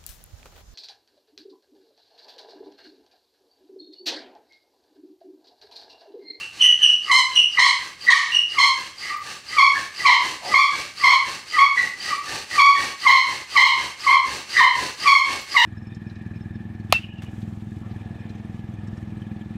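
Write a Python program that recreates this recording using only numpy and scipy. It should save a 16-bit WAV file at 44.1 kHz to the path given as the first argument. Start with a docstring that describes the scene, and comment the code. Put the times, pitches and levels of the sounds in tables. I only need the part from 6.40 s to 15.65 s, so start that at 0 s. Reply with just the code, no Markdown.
"""Bow drill squealing in a bare room

A bow spins a wooden spindle in a hearth board on a concrete floor, about two round trips a second.
On most pushes the tip sticks and slips in a loud squeal, made of a wandering tone and its overtones.
The pull whistles at first, then mostly rasps (shaped noise) as dust builds up.
A dense noise tail makes the room ring after each squeal, and a limiter holds the peaks down."""
import sys
import numpy as np
from scipy import signal
from scipy.fft import rfft, irfft, next_fast_len
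from scipy.io import wavfile
from scipy.ndimage import uniform_filter1d, minimum_filter1d, map_coordinates

SR = 44100
rng = np.random.default_rng(int(sys.argv[2]) if len(sys.argv) > 2 else 0)


def wrap_up_sound(samples):
    """Save the sound to the file named by the first command line argument, as 16-bit audio."""
    columns = np.atleast_2d(samples).T
    # keep every value between -1 and 1, then stretch to whole-number steps
    tamed = np.clip(columns, -1, 1)
    steps = np.round(tamed * 32767).astype(np.int16)
    wavfile.write(sys.argv[1], SR, steps)


N = 407925  # length in samples

# Levels in the tables and settings are relative: grip, friction and the final mix act on top of them.
# stick-slip squeals on the pushes:
# (grab t/s, length/s, f/Hz, level/dB, grip = octave over fundamental/dB, roughness 0-1)
SQUEALS = [(0.712, 0.079, 1045, -15.5, 4, 0.21), (1.19, 0.091, 1065, -15.5, 3.3, .46),
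           (1.7, .072, 1084, -15.5, 3.5, 0.66), (2.184, .095, 1069, -16, 3.3, .34),
           (2.712, .042, 1182, -23, -21, 0.24), (3.183, 0.083, 1110, -12, 1, 0.31),
           (3.658, 0.084, 1045, -10, 2.5, 0.51), (4.145, 0.082, 1108, -10.5, 3.3, .35),
           (4.638, 0.1, 1062, -12.5, 3.2, .4), (5.185, 0.057, 1117, -9.2, -2.3, .28),
           (5.721, 0.03, 1174, -18.5, -16.5, 0.15), (6.192, .105, 1125, -8.5, 2.2, .26),
           (6.671, .1, 1056, -8.5, 3.5, .38), (7.168, .11, 1043, -10.5, 5, .44),
           (7.677, 0.089, 1069, -12, -2, .34), (8.203, .07, 1035, -10, -2.2, 0.4),
           (8.672, .11, 1106, -10, 3.3, .28), (9.169, 0.13, 989, -11, 7, 0.39)]
# overtones of the slip, from the third harmonic up: level/dB
SQUEAL_OVERTONES = [-13, -10.5, -21.5, -25.5, -34, -33.5, -48, -48, -58, -60]
# how far the bite pulls the pitch from FREE_HZ to the squeal's own:
# (share of the squeal's length, bite; 1 = the squeal's own pitch)
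BITE = [(-.45, 0), (-.1, .4), (.08, 1.1), (.3, 1.17), (.65, .92), (1.1, 1.17)]
# the hard fresh tip squeals brightly until dust dulls it: (t/s, high overtone level/dB)
DULLING = [(1.8, .5), (3.6, -5.5)]
# short chirps of the spindle's higher modes: (t/s, length/s, f/Hz, level/dB, roughness 0-1)
CHIRPS = [(0, 0.035, 2833, -35, .5), (.213, .052, 3014, -12.5, .27), (.235, .043, 1983, -30.5, .4),
          (.423, .047, 2890, -13.5, .3), (.692, .012, 2012, -24, .24), (.952, .045, 2878, -14, .25),
          (1.181, .022, 1976, -13, 0.41), (1.681, 0.06, 1923, -12, 0.32), (1.923, .012, 2790, -22, .15),
          (1.944, .026, 2871, -16.5, .26), (2.637, .06, 2023, -33, .5), (3.358, 0.025, 1674, -27, 0.58),
          (4.118, 0.021, 1882, -24, .33), (5.138, .034, 1950, -26, .35), (5.377, .016, 1980, -16.5, .48),
          (6.112, .03, 1891, -32, .4), (6.355, .025, 1900, -27, .4), (8.167, .033, 1890, -14, 0.67)]
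# overtones of a chirp, from the octave up: level/dB
CHIRP_OVERTONES = [-9.5, -22.5, -38]
# thin singing as each push gathers speed: (f/Hz, level/dB, delay after the bow reverses/s)
SINGING_MODES = [(1240, -46, 0.0864), (1980, -37.5, 0.074), (3060, -48, 0.049), (4786, -41.5, .04)]
# the board jolted against the floor: (f/Hz, level/dB, time to the peak/s)
JOLT = [(75, -51, 0.0087), (170, -51, .005), (326, -49, 0.0033)]
# colour of the low grinding, dry wood on wood: (f/Hz, level per Hz/dB)
GRIND_COLOUR = [(18, -45), (30, -10), (80, 2), (220, -1), (330, 2.5), (430, 1.5), (590, 1), (663, -3),
                (864, 5), (1000, -3.5), (1300, -34), (2200, -120)]
# colour of the high hiss of the same rubbing: (f/Hz, level per Hz/dB)
HISS_COLOUR = [(530, -81), (900, -41), (967, -22), (1170, 5), (1370, -8), (1600, 1), (2400, -2), (2670, 4),
               (3390, -6), (4410, 3), (4960, -4), (6150, -4), (6930, -9.5), (8200, -9.5), (11000, -19),
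               (15600, -30.5)]
# friction grows as dust builds up and the hand bears down: (t/s, level/dB)
FRICTION = [(0, 2.5), (.6, .8), (2.3, 2.3), (3.2, 4.7), (4, 8.3), (4.6, 6.3), (5.4, 6), (5.9, 9),
            (6.4, 10.2), (6.9, 7), (7.4, 6), (8.4, 10.5), (9.2, 8)]
# the arm's pace: (t/s, length of a round trip/s)
PACE = [(3.5, .487), (4, 0.5245), (6, .499)]
# light dry ticks: (t/s, level/dB)
TICKS = [(0.247, -29), (1.642, -42), (2.772, -37), (5.782, -35), (9.015, -31)]
# how long the room rings: (f/Hz, time to fall by 60 dB/s)
ROOM_RING = [(150, 0.14), (1000, 0.45), (3000, 0.49), (6000, 0.41), (14000, 0.34)]
# colour of the still air of the room: (f/Hz, level per Hz/dB)
AIR_COLOUR = [(25, -16), (80, 0.5), (300, -6.5), (1000, -22), (5000, -18.5), (10000, -28), (15000, -40)]
# tilt of the microphone pair: (f/Hz, left minus right/dB)
LEAN = [(60, -2), (110, -1), (200, 0), (380, 2.5), (700, 0.5), (1290, 0.5), (2380, -2), (4400, -0.5),
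        (8120, -0.5), (15000, 0.5)]
# how unlike the two microphones are: (f/Hz, unrelated share/dB)
WIDTH = [(60, -15), (300, -14.5), (1000, -24), (2500, -29), (4000, -28), (7000, -11), (12000, -23.5)]

# the bow's rhythm: start of a push (s), and the share of a round trip that the push takes
FIRST_PUSH_S, PUSH_SHARE = -.376, .508
FREE_HZ = 1241  # the tip's pitch before it grabs
MODE_HZ, MODE_WIDTH_HZ, MODE_DB = 2950, 170, 8  # the spindle's resonance lifts overtones that fall near it
EDGE_PER_GRIP = 1.49  # dB of high overtones per dB of grip
CHIRP_SAG, CHIRP_SAG_S = .015, .005  # a chirp starts sharp by this share and settles as it catches
SINGING_GROWS = .78  # dB per dB of friction
# a faint hoarse note on each pull: pitch, its spread from pull to pull (share), level, delay and length
PULL_HZ, PULL_SPREAD, PULL_DB, PULL_DELAY_S, PULL_LENGTH_S = 1690, .04, -46, .055, .05
HISS_DB, GRIND_DB = -56.8, -52.7  # at full speed, before friction is added
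GRIND_GROWS, PULL_GRINDS = 1.1, .65  # dB of grinding per dB of friction, and the extra on a pull
EAGER = .03  # the top speed comes about this share of a stroke before its middle
SPEED_DB, TURNS_PER_S = 14, 35  # rise from rest to full speed; the spindle's top speed
# one low swish, falling in pitch
SWISH_S, SWISH_LENGTH_S, SWISH_DB = 4.0, .165, -37.5
SWISH_FROM_HZ, SWISH_TO_HZ, SWISH_WIDTH_HZ = 950, 280, 580
TOP_HZ = 15780  # nothing is kept above this


def squeals():
    """The tip sings as a near sine, then locks into stick-slip: the pitch sags and overtones burst in."""
    out, lead = np.zeros(N), .1
    t = np.arange(SR // 3) / SR - lead  # 0 = the grab
    for s, length, hz, db, grip_db, rough in SQUEALS:
        bright_db = EDGE_PER_GRIP * grip_db + at(DULLING, s)
        pitch = FREE_HZ + (hz - FREE_HZ) * at(BITE, t / length)
        phase = slip_phase(pitch, rough, drift=0.0617, jitter=0.044)
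        depth = .3 + .8 * rough
        # a smooth squeal builds up slowly, a rough one catches at once
        swell = gate(t + 0.0029, length, rise=0.025 * np.exp(-2 * rough), fall=0.014)
        tone = swell * shudder(t, depth) * np.sin(phase)
        octave_swell = gate(t, length * 0.79, rise=0.0046, fall=0.02)
        tone += amp(grip_db - 1.5) * octave_swell * shudder(t, depth) * np.sin(2 * phase)
        # a sharper slip lifts the high overtones most
        edge = 0
        for k, level in enumerate(SQUEAL_OVERTONES, 3):
            lift_db = MODE_DB / (1 + ((k * hz - MODE_HZ) / MODE_WIDTH_HZ) ** 2)
            gain = amp(level + bright_db * k / 4 + lift_db)
            edge = edge + gain * shudder(t, rough) * np.sin(k * phase)
        # each slip throws off a puff of scraping noise and a little fizz
        noise = rng.standard_normal(len(t))
        band = signal.butter(2, [2600, 5200], "bandpass", fs=SR, output="sos")
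        fibres = amp(bright_db + 0.5) * rough ** 2 * signal.sosfilt(band, noise)
        fizz = amp(2 * grip_db - 42.5) * noise
        scrape = (fibres + fizz) * (1 + np.cos(phase))
        # the first slips after the grab are the harshest
        harsh = gate(t - .003, length * 1.032, rise=0.00044, fall=0.015)
        harsh = harsh * amp(3.9 * np.exp(-np.abs(t) / 0.028))
        add(out, s - lead, amp(db - 2.5) * (tone + harsh * (edge + scrape)))
    return out


def chirps():
    """A higher spindle mode catches briefly and sags; stronger chirps slip more and gain overtones."""
    out, lead = np.zeros(N), .05
    t = np.arange(SR // 4) / SR - lead
    for s, length, hz, db, rough in CHIRPS:
        pitch = hz * (1 + CHIRP_SAG * np.exp(-np.maximum(t, 0) / CHIRP_SAG_S))
        phase = slip_phase(pitch, rough, drift=0.0722, jitter=0.0614)
        overtones = sum(amp(level) * np.sin(k * phase) for k, level in enumerate(CHIRP_OVERTONES, 2))
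        swell = gate(t, length, rise=0.0056, fall=0.0068) * shudder(t, depth=0.69)
        slipping = amp(db / 2) * gate(t - .003, length * 1.07, rise=.0015, fall=0.0028)
        add(out, s - lead, amp(db + 2.5) * (swell * np.sin(phase) + slipping * overtones))
    return out


def singing():
    """The slowly turning tip excites its modes faintly: on a push until it grabs, on a pull for a moment."""
    out, t = np.zeros(N), np.arange(SR // 3) / SR
    turns = reversals()
    pushes, pulls = turns[::2], turns[1::2]
    for grab, *_ in SQUEALS:
        s = pushes[pushes < grab][-1]
        for hz, db, delay in SINGING_MODES:
            falling_hz = hz * (1 - 0.152 * (t - delay))
            phase = slip_phase(falling_hz, 0.5, drift=0.0374, jitter=0.072)
            swell = gate(t - delay, grab - s - delay, rise=0.009, fall=0.004) * shudder(t, depth=1.45)
            add(out, s, amp(db + SINGING_GROWS * at(FRICTION, s)) * swell * np.sin(phase))
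    for s in pulls:
        hz = PULL_HZ * (1 + PULL_SPREAD * rng.uniform(-0.984, 1))
        phase = slip_phase(np.full(len(t), hz), .6, drift=.073, jitter=0.062)
        swell = gate(t - PULL_DELAY_S, PULL_LENGTH_S, rise=0.0066, fall=0.0054) * shudder(t, depth=1.0)
        add(out, s, amp(PULL_DB + at(FRICTION, s)) * swell * np.sin(phase))
    return out


def rasp():
    """The tip grinds in its socket; each stroke speeds up from rest and slows again, pulls grind harder."""
    t, turns = np.arange(N) / SR, reversals()
    stroke, along_it = np.divmod(np.interp(t, turns, np.arange(len(turns))), 1)
    # positive on a push, negative on a pull
    swing = np.sin(np.pi * (stroke + along_it + EAGER * np.sin(np.pi * along_it)))
    speed, pulling = np.abs(swing), np.maximum(-swing, 0)
    turn = np.sin(2 * np.pi * np.cumsum(TURNS_PER_S * speed) / SR)
    friction_db = at(FRICTION, t)
    speed_db = SPEED_DB * (speed - 1)
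    flutter_db = 0.53 * wobble(35, N)
    grind_growth = GRIND_GROWS + PULL_GRINDS * pulling
    grind_db = GRIND_DB + grind_growth * friction_db + speed_db + 2.7 * flutter_db
    hiss_db = HISS_DB + friction_db + speed_db + flutter_db
    grind = rubbing(grind_db, GRIND_COLOUR, (120, 700), grain_db=.8, turn=0.5 * turn)
    hiss = rubbing(hiss_db, HISS_COLOUR, (9800, 15000), grain_db=1.5, turn=0.66 * turn)
    return grind + hiss


def rubbing(level_db, spectrum, band, grain_db, turn):
    """Crushed fibres: spiky noise throbs with each spindle turn; level_db is set within band (Hz)."""
    grains = rng.standard_normal(N) * amp(grain_db * wobble(900, N) + turn)
    sound = unit(filtered(grains, lambda hz: amp(along(spectrum, hz))))
    inside = filtered(sound, lambda hz: (hz > band[0]) & (hz < band[1]))
    return amp(level_db) * sound / np.std(inside)


def thumps():
    """The sudden grab jolts the board against the floor, harder with a firmer grip."""
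    out, t = np.zeros(N), np.arange(SR // 5) / SR
    for s, _, _, _, grip_db, _ in SQUEALS:
        for hz, db, peak_s in JOLT:
            swell = t / peak_s * np.exp(1 - t / peak_s)
            varied_hz = hz * rng.uniform(.8, 1.14)
            add(out, s - .008, amp(db + grip_db) * swell * np.sin(2 * np.pi * varied_hz * t))
    return out


def swish():
    """A brushing sound: a wide band of noise swells and fades while its centre slides down."""
    u = np.linspace(0, 1, round(SWISH_LENGTH_S * SR))
    centre_hz = SWISH_FROM_HZ + (SWISH_TO_HZ - SWISH_FROM_HZ) * u
    phase = 2 * np.pi * np.cumsum(centre_hz) / SR
    band = wobble(SWISH_WIDTH_HZ, len(u)) * np.sin(phase)
    band += wobble(SWISH_WIDTH_HZ, len(u)) * np.cos(phase)
    out = np.zeros(N)
    add(out, SWISH_S, amp(SWISH_DB) * np.sin(np.pi * u) * band)
    return out


def ticks():
    """Tiny bright clicks: bursts of noise that die within milliseconds."""
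    out, t = np.zeros(N), np.arange(SR // 20) / SR
    for s, db in TICKS:
        add(out, s, amp(db - 3.5) * np.exp(-t / 0.0014) * rng.standard_normal(len(t)))
    return out


def room(x):
    """Hard walls answer with a dense tail, each frequency dying at its own speed."""
    hz, t, z = signal.stft(rng.standard_normal(SR * 3 // 4), SR, nperseg=256)
    fading = z * amp(-60 * t / along(ROOM_RING, hz)[:, None])
    tail = signal.istft(fading, SR, nperseg=256)[1]
    tail = tail * (1 - np.exp(-np.arange(len(tail)) / SR / 0.0017))  # soft start
    return signal.fftconvolve(x, tail / np.linalg.norm(tail))[:N]


def air():
    """A faint steady background of coloured noise."""
    return amp(-59.5) * unit(filtered(rng.standard_normal(N), lambda hz: amp(along(AIR_COLOUR, hz))))


def reversals():
    """Times at which the bow turns round, starting a push and a pull in turn."""
    times, s = [], FIRST_PUSH_S
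    while s < N / SR + 1:
        trip = at(PACE, s)
        times += [s, s + PUSH_SHARE * trip]
        s += trip
    return np.array(times)


def slip_phase(hz, rough, drift=0.0362, jitter=0.09):
    """Phase of a friction oscillation whose period wanders and jitters on the wood's grain."""
    scatter = drift * wobble(149.88, len(hz)) + jitter * wobble(900, len(hz))
    return 2 * np.pi * np.cumsum(hz * (1 + rough * scatter)) / SR


def gate(t, length, rise, fall):
    """Self-excited vibration: grows exponentially up to t = 0, holds, then dies away."""
    return np.exp(np.minimum(t, 0) / rise - np.maximum(t - length, 0) / fall)


def shudder(t, depth):
    """Uneven contact makes a vibration flutter within milliseconds; mean power stays near 1."""
    return (1 + depth * wobble(230, len(t))) / np.sqrt(1 + depth ** 2)


def wobble(rate, size):
    """A smooth random curve through rate random points a second."""
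    knots = rng.standard_normal(size // 8)
    return map_coordinates(knots, [np.arange(size) * rate / SR], mode="wrap")


def amp(db):
    """Decibels to gain."""
    return 10 ** (np.asarray(db) / 20)


def unit(x):
    """Scale to an rms (average strength) of 1."""
    return x / np.sqrt(np.mean(x ** 2) + 1e-20)


def at(curve, s):
    """Value of a (t/s, value) curve at time s."""
    return np.interp(s, *np.transpose(curve))


def along(points, hz):
    """Value of a (f/Hz, value) curve at hz, read on a log axis."""
    f, v = np.transpose(points)
    return np.interp(np.log(hz + 1), np.log(f + 1), v)


def filtered(x, response):
    """Multiply the spectrum of x by a response of frequency."""
    m = next_fast_len(N + SR // 2)
    return irfft(rfft(x, m) * response(np.fft.rfftfreq(m, 1 / SR)), m)[..., :N]


def add(track, s, sound):
    """Lay a sound into the track at time s, cutting what falls outside."""
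    start = round(s * SR)
    a, b = max(start, 0), min(start + len(sound), N)
    if a < b:
        track[a:b] += sound[a - start:b - start]


def scene():
    """Drill and room reach two closely spaced microphones almost alike."""
    tones = squeals() + chirps() + singing() + thumps() + ticks() + swish()
    rub = rasp()
    echo = room(tones + amp(-16.5) * rub)
    mid = amp(0.5) * tones + amp(1.5) * echo + amp(-3.0) * rub + air()
    side = filtered(room(mid), lambda hz: amp(along(WIDTH, hz)))
    pair = np.array([mid + side, mid - side])
    # half of the lean goes to each side
    return filtered(pair, lambda hz: amp(np.outer([.5, -.5], along(LEAN, hz))))


def limiter(x, ceiling_db, release_db_per_s):
    """Gain ducks within about a millisecond around a peak and recovers at a steady rate."""
    over_db = np.maximum(20 * np.log10(np.abs(x).max(axis=0) + 1e-9) - ceiling_db, 0)
    recovery = release_db_per_s * np.arange(N) / SR
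    cut_db = np.maximum.accumulate(over_db + recovery) - recovery
    return x * amp(uniform_filter1d(minimum_filter1d(-cut_db, size=45), size=45))


def record(dry):
    """Limit the peaks, then cut everything above the band limit."""
    limited = limiter(dry, ceiling_db=-3.0, release_db_per_s=49.0)
    return filtered(limited, lambda hz: hz < TOP_HZ)


dry = scene()
out = record(dry)
wrap_up_sound(out)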